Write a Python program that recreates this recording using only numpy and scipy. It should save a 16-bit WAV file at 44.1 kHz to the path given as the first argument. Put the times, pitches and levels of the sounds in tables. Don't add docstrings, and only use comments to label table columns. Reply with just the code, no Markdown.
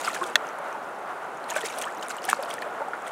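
import sys
import numpy as np
from scipy import signal
from scipy.fft import rfft, irfft
from scipy.io import wavfile

SR = 44100
rng = np.random.default_rng(int(sys.argv[2]) if len(sys.argv) > 2 else 0)


def gain_from_db(level_db):
    decades = np.asarray(level_db, float) / 20
    return 10 ** decades


def wav_out(sig):
    wavfile.write(sys.argv[1], SR, np.round(np.clip(np.atleast_2d(sig).T, -1, 1) * 32767).astype(np.int16))


N = 137151


def at_hz(points, hz):
    point_hz, point_db = np.transpose(points)
    return np.interp(np.log(hz), np.log(point_hz), point_db)


def rms_one(x):
    return x / np.sqrt(np.mean(x ** 2) + 1e-20)


def coloured(spectrum, x):
    hz = np.arange(N // 2 + 1) * SR / N + 1
    return irfft(rfft(x) * gain_from_db(at_hz(spectrum, hz)), N)


def drift(rate):
    knots = rng.standard_normal(400)
    return np.interp(np.arange(N) / SR * rate, np.arange(len(knots)), knots)


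def ring(clicks, hz, t60):
    radius = gain_from_db(-60 / (t60 * SR))
    angle = 2 * np.pi * hz / SR
    poles = [1, -2 * radius * np.cos(angle), radius * radius]
    return signal.lfilter([0, np.sin(angle)], poles, clicks + 1e-18)


def add(out, s, piece):
    i = int(s * SR)
    out[i:i + len(piece)] += piece[:N - i]


# f/Hz, level/dB per Hz
WASH_COLOUR = [(95, -28), (140, -18), (750, 0.5), (1080, -3.5), (1430, -2.5), (1620, -9.5), (4800, -35.5),
               (10500, -38)]
# t/s, level/dB
WASH_SWELL = [
    (0.0, -33.5),
    (0.94, -35),
    (3.11, -34.5),
]
WASH_FLICKER_DB = 1.14


def wash():
    s, db = np.transpose(WASH_SWELL)
    noise = rms_one(coloured(WASH_COLOUR + [(15500, -47.5)], rng.standard_normal(N)))
    low = signal.sosfilt(signal.butter(2, 900, fs=SR, output="sos"), noise)
    high = noise - low
    flickering = low * gain_from_db(WASH_FLICKER_DB * drift(14)) + high * gain_from_db(WASH_FLICKER_DB * drift(20))
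    return gain_from_db(np.interp(np.arange(N) / SR, s, db)) * flickering


# t/s, level/dB
RAIL_TAPS = [
    (.35568, -13.8),
    (.35629, -7.2),
    (.3591, -24.8),
    (.36319, -26.6),
]
# f/Hz, level/dB, t60/s
RAIL_MODES = [(610, -14, .04), (1160, 4.8, 0.0027), (1470, -1.5, 0.014), (1830, 3, .0121),
              (2684, -2, 0.019), (3402, 0.5, .0148), (4030, 3.5, 0.0079), (4450, -8.4, 0.018),
              (4180, -4, .001), (5570, -7.5, 0.011), (6330, -4, .005), (7900, -12, 0.0081),
              (10250, -11, 0.0084), (12400, -4, .006)]


def knock():
    clicks = np.zeros(N)
    for s, db in RAIL_TAPS:
        clicks[int(s * SR)] = gain_from_db(db)
    clicks = signal.sosfilt(signal.butter(2, [500, 9000], "band", fs=SR, output="sos"), clicks)
    out = np.zeros(N)
    for k, (hz, db, t60) in enumerate(RAIL_MODES):
        out += ring(clicks * gain_from_db(db) * (-1) ** k, hz, t60)
    return out


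# t/s, peak level/dB, f/Hz
FALLING_DROPS = [(0.0136, -25, 6770), (0.0365, -31, 7750), (0.0478, -35, 4860), (0.0857, -25, 8000),
                 (0.1082, -39, 7340), (0.1331, -30, 4000), (0.1456, -25, 5900), (0.2109, -35, 7510),
                 (0.2389, -33, 6200), (0.2588, -44, 8610), (0.4691, -35, 6200), (0.489, -34, 5900),
                 (0.7282, -37.5, 6100), (1.3728, -39, 6540), (1.744, -41, 9500), (1.4418, -36, 4110),
                 (1.5074, -22.5, 6700), (1.5384, -30, 9220), (1.564, -21, 7850), (1.609, -31, 9300),
                     (1.6407, -37, 7490), (1.6601, -20, 9300), (1.6841, -33, 8000), (1.701, -30, 6530),
                     (1.739, -33, 3940), (1.7907, -22.5, 8700), (1.8144, -20.5, 8500), (1.8218, -23, 6230),
                     (1.8536, -26, 8000), (1.924, -37, 7240), (1.949, -36, 6700), (1.9729, -36, 5800),
                     (2.0124, -37, 6490), (2.032, -29, 6980), (2.0624, -37, 5480), (2.0844, -23.5, 9100),
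                     (2.0954, -29, 7000), (2.1026, -31, 7000), (2.1174, -32, 4070), (2.1673, -30, 8100),
                 (2.2203, -36, 4830), (2.2416, -27, 5680), (2.2527, -21, 8900), (2.292, -24, 7950),
                    (2.3, -12.5, 9000), (2.329, -27, 6840), (2.427, -42, 4600), (2.45, -35, 11000),
                    (2.4942, -38, 4370), (2.5052, -31, 5750), (2.5401, -24, 8750), (2.59, -37, 6110),
                    (2.62, -29, 4270), (2.885, -38, 8100), (3.022, -36.5, 7600), (3.0545, -45, 5750),
                    (3.0674, -51, 7000), (3.0799, -32, 8100), (3.0914, -40, 8750),
                 (0.057, -29, 4840), (.148, -37, 13870), (.1494, -38, 8570), (0.1746, -36, 4400),
                 (.2299, -31, 8960), (.2401, -30, 8740), (0.5867, -36, 10470), (0.684, -41, 8170),
                 (1.5028, -22, 6560), (1.5121, -35, 6370), (1.557, -31, 6200), (1.5673, -26, 8100),
                 (1.5707, -29, 6930), (1.5767, -40, 13310), (1.6427, -34, 14900), (1.6558, -37, 4610),
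                 (1.6616, -30, 4520), (1.664, -30, 5400), (1.7247, -35, 5800), (1.7516, -37, 6800),
                 (1.7792, -34, 5810), (1.7828, -32, 11020), (1.7863, -21, 9780), (1.8147, -30, 13950),
                 (1.8355, -30, 6370), (1.8826, -43, 8320), (1.9823, -38, 12580), (2.046, -41, 5500),
                 (2.068, -40, 9000), (2.1075, -36, 10000), (2.112, -34, 4910), (2.146, -44, 10500),
                 (2.174, -40, 9000), (2.1768, -42, 13050), (2.3023, -35, 5800), (2.3089, -35, 6240),
                 (2.3096, -34, 7880), (2.363, -41, 7500), (2.4084, -44, 8640), (2.4271, -28, 10800),
                 (2.536, -44, 14340)]
DROP_RING_CYCLES, DROP_RING_DB = 25.7, 7
DROP_CRACK_S, DROP_CRACK_DB = 0.0005, -3


def drops():
    out, t = np.zeros(N), np.arange(300) / SR
    rows = FALLING_DROPS
    bursts = rng.standard_normal((len(rows), len(t))) * np.exp(-t / DROP_CRACK_S)
    cracks = signal.sosfilt(signal.butter(2, [2000, 13000], "band", fs=SR, output="sos"), bursts)
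    for (s, db, hz), crack in zip(rows, cracks):
        fade = gain_from_db(-60 * t * hz / DROP_RING_CYCLES) * (1 - np.exp(-t * hz / 2))
        tone = np.sin(2 * np.pi * hz * t * (1 + 0.0011 * hz * t))
        add(out, s, gain_from_db(db) * (gain_from_db(DROP_RING_DB) * fade * tone + gain_from_db(DROP_CRACK_DB) * crack))
    return out


# t/s, peak level/dB, f/Hz, length/s, glide/octaves
AIR_POCKETS = [(.076, -15.5, 1457, 0.018, -0.56), (.163, -23.5, 1660, 0.0069, 0.031),
               (.2135, -19, 1090, 0.017, 0.03), (0.212, -26.5, 356, 0.044, 0.01),
               (0.232, -21.5, 1380, 0.0077, 0.078), (.252, -28.5, 500, 0.019, 0.22),
               (.598, -26.5, 617, 0.02, -0.046), (.742, -26, 885, 0.028, 0.2),
               (1.519, -26, 820, 0.016, 0.74), (1.561, -20, 590, 0.018, 0.087),
               (1.562, -23, 1534, .018, 0.075), (1.563, -27.5, 1206, 0.019, -0.15),
               (2.428, -27, 593, 0.031, 0.12), (1.636, -25.5, 394, 0.028, 0.51),
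               (1.771, -27.5, 610, 0.025, 0.22), (1.857, -27, 910, 0.044, 1.3),
               (1.974, -35.5, 244, 0.025, 0.97), (2.104, -24.5, 1310, 0.0063, 0.49),
               (2.283, -23, 755, 0.028, 0.13), (2.33, -1, 1200, 0.0024, 0.09),
               (2.389, -24.5, 564, 0.023, -0.1), (2.658, -27, 600, 0.029, 0.029),
               (2.805, -27, 557, 0.033, 0.14), (2.805, -25, 878, 0.013, .05), (2.661, -30, 816, .016, 0.32),
               (2.817, -24, 870, 0.021, 0.095), (2.881, -23, 780, 0.011, .05)]
# t/s, peak level/dB, f/Hz
SMALL_BUBBLES = [(.048, -25.5, 4880), (0.2395, -29.5, 3320), (1.516, -26, 1720), (1.582, -23, 2150),
                 (1.583, -25, 1600), (1.685, -29.5, 3620), (1.8162, -28, 3350), (1.841, -31, 3100),
                 (2.026, -30, 2880), (2.184, -34, 2880), (2.289, -19.5, 1700), (2.292, -21.5, 2190),
                 (2.31, -24, 1700), (2.435, -32.5, 4500), (2.51, -27, 3180), (2.582, -26.5, 1800),
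                 (2.622, -23, 1775), (2.933, -25, 1370), (.0132, -36, 3660), (0.044, -38, 2770),
                 (.103, -27, 1790), (0.146, -30, 1700), (.146, -40, 4000), (1.543, -33, 2300),
                 (1.631, -27, 1820), (1.6568, -37, 2760), (1.6996, -35, 2700), (1.836, -30, 1780),
                 (1.9956, -40, 4010), (2.2561, -38, 3340), (2.2881, -34, 4000), (2.3127, -27, 2640),
                 (2.3296, -32.5, 2680), (2.345, -36, 4200), (2.431, -36, 2860), (2.4571, -35, 2960),
                 (2.5014, -38, 3470), (2.934, -32, 1780), (3.066, -36.5, 3300), (3.074, -30.5, 1920),
                 (3.092, -39, 3000), (1.512, -31.5, 2630), (1.704, -34, 2230), (1.873, -28.5, 1700),
                 (2.066, -40, 2200), (2.631, -33.5, 2370), (2.367, -43, 4480)]
BUBBLE_CYCLES, BUBBLE_GLIDE_OCTAVES = 16, 0.093
ONSET_CYCLES = 0.46
WOBBLE_DB, WOBBLE_OCTAVES = 3, 0.041
WET_DB = -10.5


def bubbles():
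    out = np.zeros(N)
    small = [row + (BUBBLE_CYCLES / row[-1], BUBBLE_GLIDE_OCTAVES) for row in SMALL_BUBBLES]
    rows = AIR_POCKETS + small
    for (s, db, hz, length, glide), chance in zip(rows, rng.standard_normal((len(rows), 4000))):
        u = np.arange(int(2 * length * SR)) / SR / length
        cycles = u * length * hz
        knots = np.arange(2000)
        pitch_sway = np.interp(cycles / 4, knots, chance[::2])
        level_shake = np.interp(cycles / 4, knots, chance[1::2])
        phase = 2 * np.pi * np.cumsum(hz * 2 ** (glide * u + WOBBLE_OCTAVES * pitch_sway)) / SR
        tone = gain_from_db(WOBBLE_DB * level_shake) * np.exp(-u - 2 * u ** 4) * np.sin(phase)
        wet = rms_one(ring(chance[:len(u)], 1.44 * hz, 9.2 / hz)) * np.exp(-u / 0.31)
        onset = (1 - np.exp(-cycles / ONSET_CYCLES)) ** 2
        add(out, s, gain_from_db(db) * onset * (tone + gain_from_db(WET_DB) * wet))
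    return signal.sosfilt(signal.butter(2, 200, "high", fs=SR, output="sos"), out)


# peak t/s, level/dB, length/s
TAIL_SLAPS = [(0, -40, 0.046), (0.052, -35, 0.03), (0.09, -39, 0.098), (0.15, -33.5, 0.018),
              (0.173, -47, 0.034), (0.237, -42, 0.014), (0.277, -44.5, 0.051), (1.507, -37.5, 0.032),
              (1.53, -43.5, 0.018), (1.572, -34, 0.031), (1.612, -36.5, 0.014), (1.662, -33.5, 0.03),
              (1.714, -45.5, 0.082), (1.789, -42, 0.05), (1.824, -35.5, 0.017), (1.85, -53, 0.018),
              (2.032, -39, 0.016), (2.107, -37.5, 0.021), (2.253, -41, 0.036), (2.303, -31.5, 0.032),
              (2.34, -46, 0.028), (2.435, -41.5, 0.014), (2.51, -41.5, 0.033), (2.541, -46, 0.041),
              (2.626, -50, .02), (3.078, -45.5, 0.033)]
# f/Hz, level/dB per Hz
SPRAY_COLOUR = [(900, -21), (2000, 0), (3000, -1.5), (4800, -10), (7000, -6), (9500, -8), (12500, -20),
                (15500, -25)]
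RISE_SHARE = 0.59
FOAM_DB, FOAM_S = -14.5, 0.14
IDLE_FIZZ_DB, HISS_DB = -59.5, -7.5
GRAINS_PER_S, GRAIN_SPREAD_DB = 5000, 4.5
GRAIN_CYCLES = [8.6, 18.0]


def spray():
    t = np.arange(N) / SR
    power = gain_from_db(IDLE_FIZZ_DB) ** 2
    for s, db, length in TAIL_SLAPS:
        u = (t - s) / length
        body = np.exp(-np.where(u < 0, (u / RISE_SHARE) ** 2, 2 * u) * 2)
        foam = gain_from_db(FOAM_DB) ** 2 * np.exp(-np.abs(t - s) / np.where(u < 0, length / 4, FOAM_S) * 2)
        power = power + gain_from_db(db) ** 2 * (body + foam)
    sizes = gain_from_db(GRAIN_SPREAD_DB * np.minimum(rng.exponential(1, N), 3.5)) * rng.choice([-1, 1], N)
    born = rng.random(N) < GRAINS_PER_S / SR
    dealt = rng.integers(0, 48, N)
    pitches = np.geomspace(1000, 15000, 48)
    t60s = np.resize(GRAIN_CYCLES, len(pitches)) / pitches
    grains = np.zeros(N)
    for k, (hz, t60) in enumerate(zip(pitches, t60s)):
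        soft_onset = ring(ring(sizes * born * (dealt == k), hz, t60), hz, t60)
        grains += rms_one(soft_onset) * np.sqrt(hz) * gain_from_db(at_hz(SPRAY_COLOUR, hz))
    hiss = coloured(SPRAY_COLOUR, rng.standard_normal(N))
    return np.sqrt(power) * (rms_one(grains) + gain_from_db(HISS_DB) * rms_one(hiss))


def scene():
    return (wash() + knock() + drops() + bubbles() + spray())[None]


def roll_off(x):
    return signal.sosfilt(signal.butter(12, 16490, fs=SR, output="sos"), x)


def record(dry):
    overloaded = np.tanh(dry)
    thin = signal.sosfilt(signal.butter(2, 90, "high", fs=SR, output="sos"), overloaded)
    treble_limit = signal.ellip(10, 0.5, 60, 15800, fs=SR, output="sos")
    return roll_off(signal.sosfilt(treble_limit, thin))


dry = scene()
out = record(dry)
wav_out(out)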